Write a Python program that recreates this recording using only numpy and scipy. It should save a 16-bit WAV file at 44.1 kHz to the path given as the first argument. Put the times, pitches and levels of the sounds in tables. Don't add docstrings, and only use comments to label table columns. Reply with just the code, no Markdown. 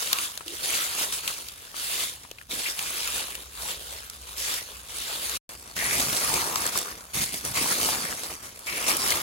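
import sys
import numpy as np
from scipy import signal
from scipy.fft import rfft, irfft, next_fast_len
from scipy.io import wavfile
from scipy.ndimage import uniform_filter1d, map_coordinates

SR = 44100
rng = np.random.default_rng(int(sys.argv[2]) if len(sys.argv) > 2 else 0)


def dump(signal):
    limited = np.clip(np.atleast_2d(signal).T, -1, 1)
    pcm = np.round(limited * 32767).astype(np.int16)
    wavfile.write(sys.argv[1], SR, pcm)


N = 406585
GAP_START_S, GAP_END_S = 5.371, 5.492


def amp(db):
    return 10 ** (np.asarray(db) / 20)


def unit(x):
    return x / np.sqrt(np.mean(x ** 2) + 1e-20)


def along(points, hz):
    point_hz, values = np.transpose(points)
    return np.interp(np.log(hz + 1), np.log(point_hz), values)


def curve(points):
    return np.interp(np.arange(N) / SR, *np.transpose(points))


def filtered(x, response):
    n = x.shape[-1]
    padded = next_fast_len(n + 8192)
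    return irfft(rfft(x, padded) * response(np.fft.rfftfreq(padded, 1 / SR)), padded)[..., :n]


def coloured(x, spectrum):
    return unit(filtered(x, lambda hz: amp(along(spectrum, hz))))


def resonance(hz, centre_hz, q):
    return 1j * hz * centre_hz / q / (centre_hz ** 2 - hz ** 2 + 1j * hz * centre_hz / q)


def band(x, centre_hz, q):
    return unit(filtered(x, lambda hz: resonance(hz, centre_hz, q) ** 2))


def add(track, start_s, sound):
    part = track[:, max(round(start_s * SR), 0):][:, :sound.shape[-1]]
    part += sound[..., :part.shape[-1]]


def fractures(per_s, spread_db, t60_s):
    sizes = amp(spread_db * np.minimum(rng.standard_normal(N), 2.3)) ** 2
    kicks = sizes * (rng.random(N) < per_s / SR)
    power = signal.lfilter([1], [1, -amp(-120 / (t60_s * SR))], kicks)
    return power / power.mean()


def forest(air_db=-58, drone_hz=61):
    # frequency in Hz, relative level in dB.
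    air_spectrum = [(20, -13), (55, -1), (250, -15.5), (1000, -35.5), (16000, -41.5)]
    # time in seconds, level in dB.
    drone_levels = [(0, -70), (2.6, -57), (3.7, -52), (4.6, -55), (9.2, -63.5)]
    drone = amp(curve(drone_levels)) * band(rng.standard_normal((2, N)), drone_hz, q=3.7)
    return drone + amp(air_db) * coloured(rng.standard_normal((2, N)), air_spectrum)


def rubs(events, q, slips_per_s, steady_db, bend, gain_db):
    out = np.zeros((2, N))
    power = fractures(slips_per_s, spread_db=8.5, t60_s=0.097) + amp(steady_db) ** 2
    slips = np.sqrt(power) * rng.standard_normal((2, N))
    for start_s, length_s, pitch_hz, db in events:
        push = slips[:, round(start_s * SR):][:, :round(length_s * SR)]
        slack, bent = (band(push, pitch_hz * np.exp(way * bend), q) for way in (-1, 1))
        progress = np.linspace(0, 1, push.shape[-1])
        ring = unit((1 - progress) * slack + progress * bent)
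        envelope = np.interp(progress, [0, .03, .7, 1], [0, 1, 1, 0])
        add(out, start_s, amp(db + gain_db) * ring * envelope)
    return out


def soil_bumps():
    # start in seconds, length in seconds, pitch in Hz, relative level in dB.
    bumps = [(2.49, 0.15, 303, -46), (5.76, 0.48, 139.6, -48), (7.15, 0.11, 124, -38),
             (7.32, 0.035, 216, -43.5), (7.44, 0.096, 104, -40.5), (7.56, 0.56, 191, -44)]
    return rubs(bumps, q=0.76, slips_per_s=140, steady_db=-6, bend=0, gain_db=-0.5)


def leaf_drags():
    # start in seconds, length in seconds, pitch in Hz, relative level in dB.
    drags = [(.11, 0.13, 1190, -40.5), (.46, 0.11, 367, -48.5), (2.655, 0.045, 2460, -33.5),
             (2.85, 0.49, 2630, -43.5), (4.38, 0.11, 5500, -38), (4.97, 0.24, 4040, -43),
             (5.765, 0.28, 2020, -33.5), (6.28, 0.44, 970, -40), (7.55, 0.11, 2300, -36),
             (8.665, 0.32, 2400, -36.5), (8.99, .26, 1130, -41)]
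    return rubs(drags, q=3.1, slips_per_s=600, steady_db=0, bend=.06, gain_db=2.0)


def twig_ticks(rattle_t60_s=0.028, rattle_db=-6):
    # time in seconds, pitch in Hz, peak in dB.
    knocks = [(.131, 1110, -26), (.408, 1300, -27), (1.743, 1200, -27), (2.25, 980, -32.5),
              (2.314, 472, -32), (2.385, 2500, -29), (2.413, 1770, -31.5), (6.559, 1140, -16),
              (6.757, 1090, -13.5), (7.889, 870, -15.5), (8.126, 1630, -19.5), (9.121, 2130, -14)]
    out, t = np.zeros((2, N)), np.arange(SR // 16) / SR
    fade = amp(-60 * t / rattle_t60_s)
    for start_s, pitch_hz, db in knocks:
        noise = rng.standard_normal((2, len(t)))
        rattle = unit(filtered(noise, lambda hz: resonance(hz, pitch_hz, q=2.8)))
        ring = fade * (fade * np.sin(2 * np.pi * pitch_hz * t) + amp(rattle_db) * rattle)
        add(out, start_s, amp(db) * ring / np.abs(ring).max())
    return out


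def stalk_snaps(gain_db=-2.5, scatter_db=-15, splinter_db=-9, highpass_hz=1500):
    # time in seconds, leaf pitch in Hz, relative level in dB.
    snaps = [(.073, 3180, -22), (0.1294, 3720, -8), (.186, 3000, -18), (.375, 4000, -23), (0.48, 3700, -25),
             (1.124, 3460, -23), (1.277, 3120, -15.5), (1.485, 3980, -26.5), (2.313, 3100, -29.5),
             (2.791, 2570, -18), (3.075, 2510, -20.5), (3.352, 2780, -24), (4.098, 6120, -27.5),
             (5.295, 8020, -21), (5.765, 1800, -23), (6.166, 4180, -19.5), (6.34, 5040, -15.5),
             (6.557, 4630, -15.5), (6.664, 7440, -16.5), (6.775, 7480, -14.5), (6.787, 7000, -17),
             (7.45, 7600, -21.5), (7.572, 2540, -20.5), (7.813, 4320, -19.5), (8.591, 10400, -32),
             (8.968, 10000, -15), (9.104, 5500, -14.5)]
    out, t = np.zeros((2, N)), np.arange(SR // 10) / SR
    rise_s, tear_s, scatter_t60_s = .0005, .0034, .07
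    scatter = amp(scatter_db - 60 * t / scatter_t60_s)
    fade = np.minimum(t / rise_s, 1) * (np.exp(-(t / tear_s) ** 2) + scatter)
    for start_s, leaf_hz, db in snaps:
        def leaf(hz):
            return (resonance(hz, leaf_hz, q=2.5) + amp(splinter_db)) * 1j * hz / (highpass_hz + 1j * hz)
        crack = unit(filtered(fade * rng.standard_normal((2, len(t))), leaf))
        add(out, start_s, amp(db + gain_db) * crack * np.sqrt(np.mean(fade ** 2)))
    return out


def flakes(count, low_hz, high_hz, spread_db, decay_cycles):
    t = np.arange(384) / SR
    start, pitch, side_phase = rng.random((3, count, 1))
    hz = low_hz * (high_hz / low_hz) ** pitch
    size = amp(spread_db * np.minimum(rng.standard_normal((count, 1)), 2)) * hz
    envelope = size * np.exp(-t * hz / decay_cycles) * (1 - t / t[-1])
    samples = ((start * N).astype(int) + np.arange(len(t))).ravel()
    rings = (envelope * np.sin(2 * np.pi * (hz * t + phase)) for phase in (0, side_phase))
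    return unit(np.array([np.bincount(samples, ring.ravel(), N)[:N] for ring in rings]))


def shifting_colour(x, depth_db=1.77):
    spectra = signal.stft(x, nperseg=512)[2]
    field = rng.standard_normal(spectra.shape[1:])
    for _ in range(2):
        field = uniform_filter1d(uniform_filter1d(field, size=4, axis=0), size=8, axis=1)
    return signal.istft(spectra * unit(amp(depth_db * unit(field))), nperseg=512)[1][:, :N]


def hand_levels(attack_s=0.022, release_db_per_s=143, hold_crackle_db=-48.5, hold_scrape_db=-55.5):
    # start in seconds, length in seconds, mid-stroke crackle in dB,
    # swell from start to end in dB, soil scrape against crackle in dB.
    strokes = [(-.04, 0.28, -32, 0.5, -14), (0.443, 0.18, -41.5, 9, -15.5), (0.621, 0.22, -30, 0, -11.5),
               (0.81, 0.22, -33.5, 12, -9), (1.11, 0.027, -31.5, 4.5, -12.5),
               (1.212, 0.087, -36.5, 7, -10.5), (1.344, 0.14, -43.5, -6.5, -13),
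               (1.742, 0.29, -32.5, 8, -14.5), (2.494, 0.21, -33.5, -1.5, -12), (2.759, 0.44, -34, 3.5, -9),
               (3.25, 0.22, -46, -11, -8), (3.543, 0.15, -38.5, 12, -8), (3.785, 0.22, -44, -2.5, -7),
               (4.261, 0.083, -45.5, -5, -3.5), (4.359, .19, -33, 5, -13), (4.66, 0.15, -49, -8, -2.5),
               (4.882, 0.07, -41.5, -3.5, -10), (4.93, 0.49, -35, 6, -9), (5.747, 0.28, -29.5, 9, -12.5),
               (6.06, 0.33, -28, 1, -10.5), (6.396, 0.27, -32.5, 4, -5.5), (6.707, 0.063, -32, 8.5, -7.5),
               (6.835, 0.048, -41, 6, -1.5), (7.129, 0.097, -28, 0.5, -16), (7.319, 0.053, -34, -1, -21),
               (7.432, 0.03, -32.5, 4, -8.5), (7.532, 0.37, -27.5, 1, -10.5),
               (7.906, 0.41, -35, -6.5, -6.5), (8.411, 0.048, -41, 1.5, -8.5), (8.647, 0.18, -34.5, 7, -8),
               (8.847, 0.048, -28, 8, -6.5), (8.956, 0.16, -29, 7.5, -11.5), (9.137, 0.12, -33, 0.5, -3)]
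    # time in seconds, effort in dB.
    hold_effort = [(2.1, 0.5), (2.41, -7), (2.475, -9.5), (2.5, 0.5)]
    t = np.arange(N) / SR
    holding = amp(curve(hold_effort))
    crackle, scrape = (holding * amp(hold_crackle_db)) ** 2, (holding * amp(hold_scrape_db)) ** 2
    for start_s, length_s, db, swell_db, soil_db in strokes:
        live = slice(*np.searchsorted(t, [start_s, start_s + length_s + 1]))
        age_s = t[live] - start_s
        ramp_db = swell_db * (np.minimum(age_s / length_s, 1) - .5)
        release_db = release_db_per_s * np.maximum(age_s - length_s, 0)
        stroke = np.minimum(age_s / attack_s, 1) * amp(db + ramp_db - release_db)
        crackle[live] += stroke ** 2
        scrape[live] += (stroke * amp(soil_db)) ** 2
    return 10 * np.log10([crackle, scrape])


def raking(levels_db, leaves, soil, crackle_gain_db, scrape_gain_db, peak_breaks_per_s,
           flake_db, slide_db, crinkle_db, grit_db, twig_db):
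    crackle_db, scrape_db = levels_db
    effort = amp((crackle_db - crackle_db.max()) / 2)
    breaks = fractures(peak_breaks_per_s * effort, spread_db=5, t60_s=.006) / effort
    crinkles = fractures(per_s=120, spread_db=3.5, t60_s=.016)
    buckle, slide = amp(crinkle_db) ** 2, effort * amp(slide_db) ** 2
    power = (breaks / breaks.mean() + buckle * crinkles + slide) / (1 + buckle + slide)
    rustle = unit(np.sqrt(power) * rng.standard_normal((2, N)))
    chips = flakes(count=8000, low_hz=1200, high_hz=16000, spread_db=5, decay_cycles=6)
    crackle = coloured(rustle + amp(flake_db) * chips, leaves)
    grit = fractures(per_s=260, spread_db=5.0, t60_s=0.027)
    rasp = unit(np.sqrt(power + amp(grit_db) ** 2 * grit) * rng.standard_normal((2, N)))
    twigs = flakes(count=600, low_hz=450, high_hz=1800, spread_db=2.5, decay_cycles=7.3)
    scrape = unit(coloured(rasp, soil) + amp(twig_db) * coloured(twigs, soil))
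    grip_db = .9 * map_coordinates(rng.standard_normal(512), [np.arange(N) * 45 / SR])
    sweep = amp(crackle_db + crackle_gain_db) * crackle + amp(scrape_db + scrape_gain_db) * scrape
    return unit(amp(grip_db)) * sweep


def leaf_heap():
    # frequency in Hz, relative level in dB.
    leaves_above = [(700, -19.5), (1400, -5.5), (2200, -3), (3600, 0), (5300, -3), (7000, -3.5),
                    (8500, -0.5), (12000, -5.5), (16000, -7.5)]
    leaves_beside = [(700, -5), (1400, -12.5), (2200, -1.5), (2900, -4.5), (5300, -1), (7000, -3),
                     (8500, 0), (12000, -5), (16000, -9)]
    soil_above = [(40, -14), (120, -7), (260, -6), (480, 0.5), (850, -2), (1200, 1), (1800, -1.5),
                  (3500, -84.5)]
    soil_beside = [(25, -46), (90, -12), (260, -6), (480, -3.5), (850, -5), (1200, 0), (1800, -4.5),
                   (3500, -23)]
    levels_db = hand_levels()
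    above = raking(levels_db, leaves_above, soil_above, crackle_gain_db=3.5, scrape_gain_db=0.5,
                   peak_breaks_per_s=1300, flake_db=-8.5, slide_db=11, crinkle_db=0.5,
                   grit_db=-1.5, twig_db=-8.5)
    beside = raking(levels_db, leaves_beside, soil_beside, crackle_gain_db=2.5, scrape_gain_db=3.0,
                    peak_breaks_per_s=1000, flake_db=-8.0, slide_db=6.5, crinkle_db=-0.5,
                    grit_db=-3, twig_db=-10.0)
    return shifting_colour(np.where(np.arange(N) / SR < GAP_END_S, above, beside))


def microphone_ports(pair):
    # frequency in Hz, likeness of the ports from 0 to 1.
    coherence = [(300, .92), (900, .8), (1500, .45), (3200, .45), (6000, .3), (8500, .6), (11000, .87)]
    # frequency in Hz, lead of the left port in seconds.
    left_lead = [(1000, .0002), (1750, .00033), (2700, .00035), (4200, .00025), (6600, .000305),
                 (8600, .000291), (15000, .0003)]
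    # frequency in Hz, left minus right in dB.
    balance = [(350, -1), (1100, 3.5), (2200, 2), (4000, 1), (6000, -2.5), (9000, -0.5)]

    def pickup(hz, sign):
        angle = np.arccos(np.clip(along(coherence, hz), 0, 1)) / 2
        gain = amp(sign * along(balance, hz) / 2)
        phase = np.exp(1j * np.pi * sign * hz * along(left_lead, hz))
        return gain * phase * np.array([np.cos(angle), sign * np.sin(angle)])
    return np.array([filtered(pair, lambda hz: pickup(hz, sign)).sum(0) for sign in (1, -1)])


def scene():
    return microphone_ports(
        leaf_heap() + leaf_drags() + soil_bumps() + stalk_snaps() + twig_ticks() + forest())


def record(dry):
    low_hz, top_hz, fade_t60_s = 32, 16000, .018
    t = np.arange(N) / SR
    fade = amp(-60 * np.maximum(t - GAP_START_S, 0) / fade_t60_s)
    gate = np.where(t < GAP_END_S, fade, 1)
    return filtered(dry * gate, lambda hz: hz ** 4 / (hz ** 4 + low_hz ** 4) / (1 + (hz / top_hz) ** 200))


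dry = scene()
out = record(dry)
dump(out)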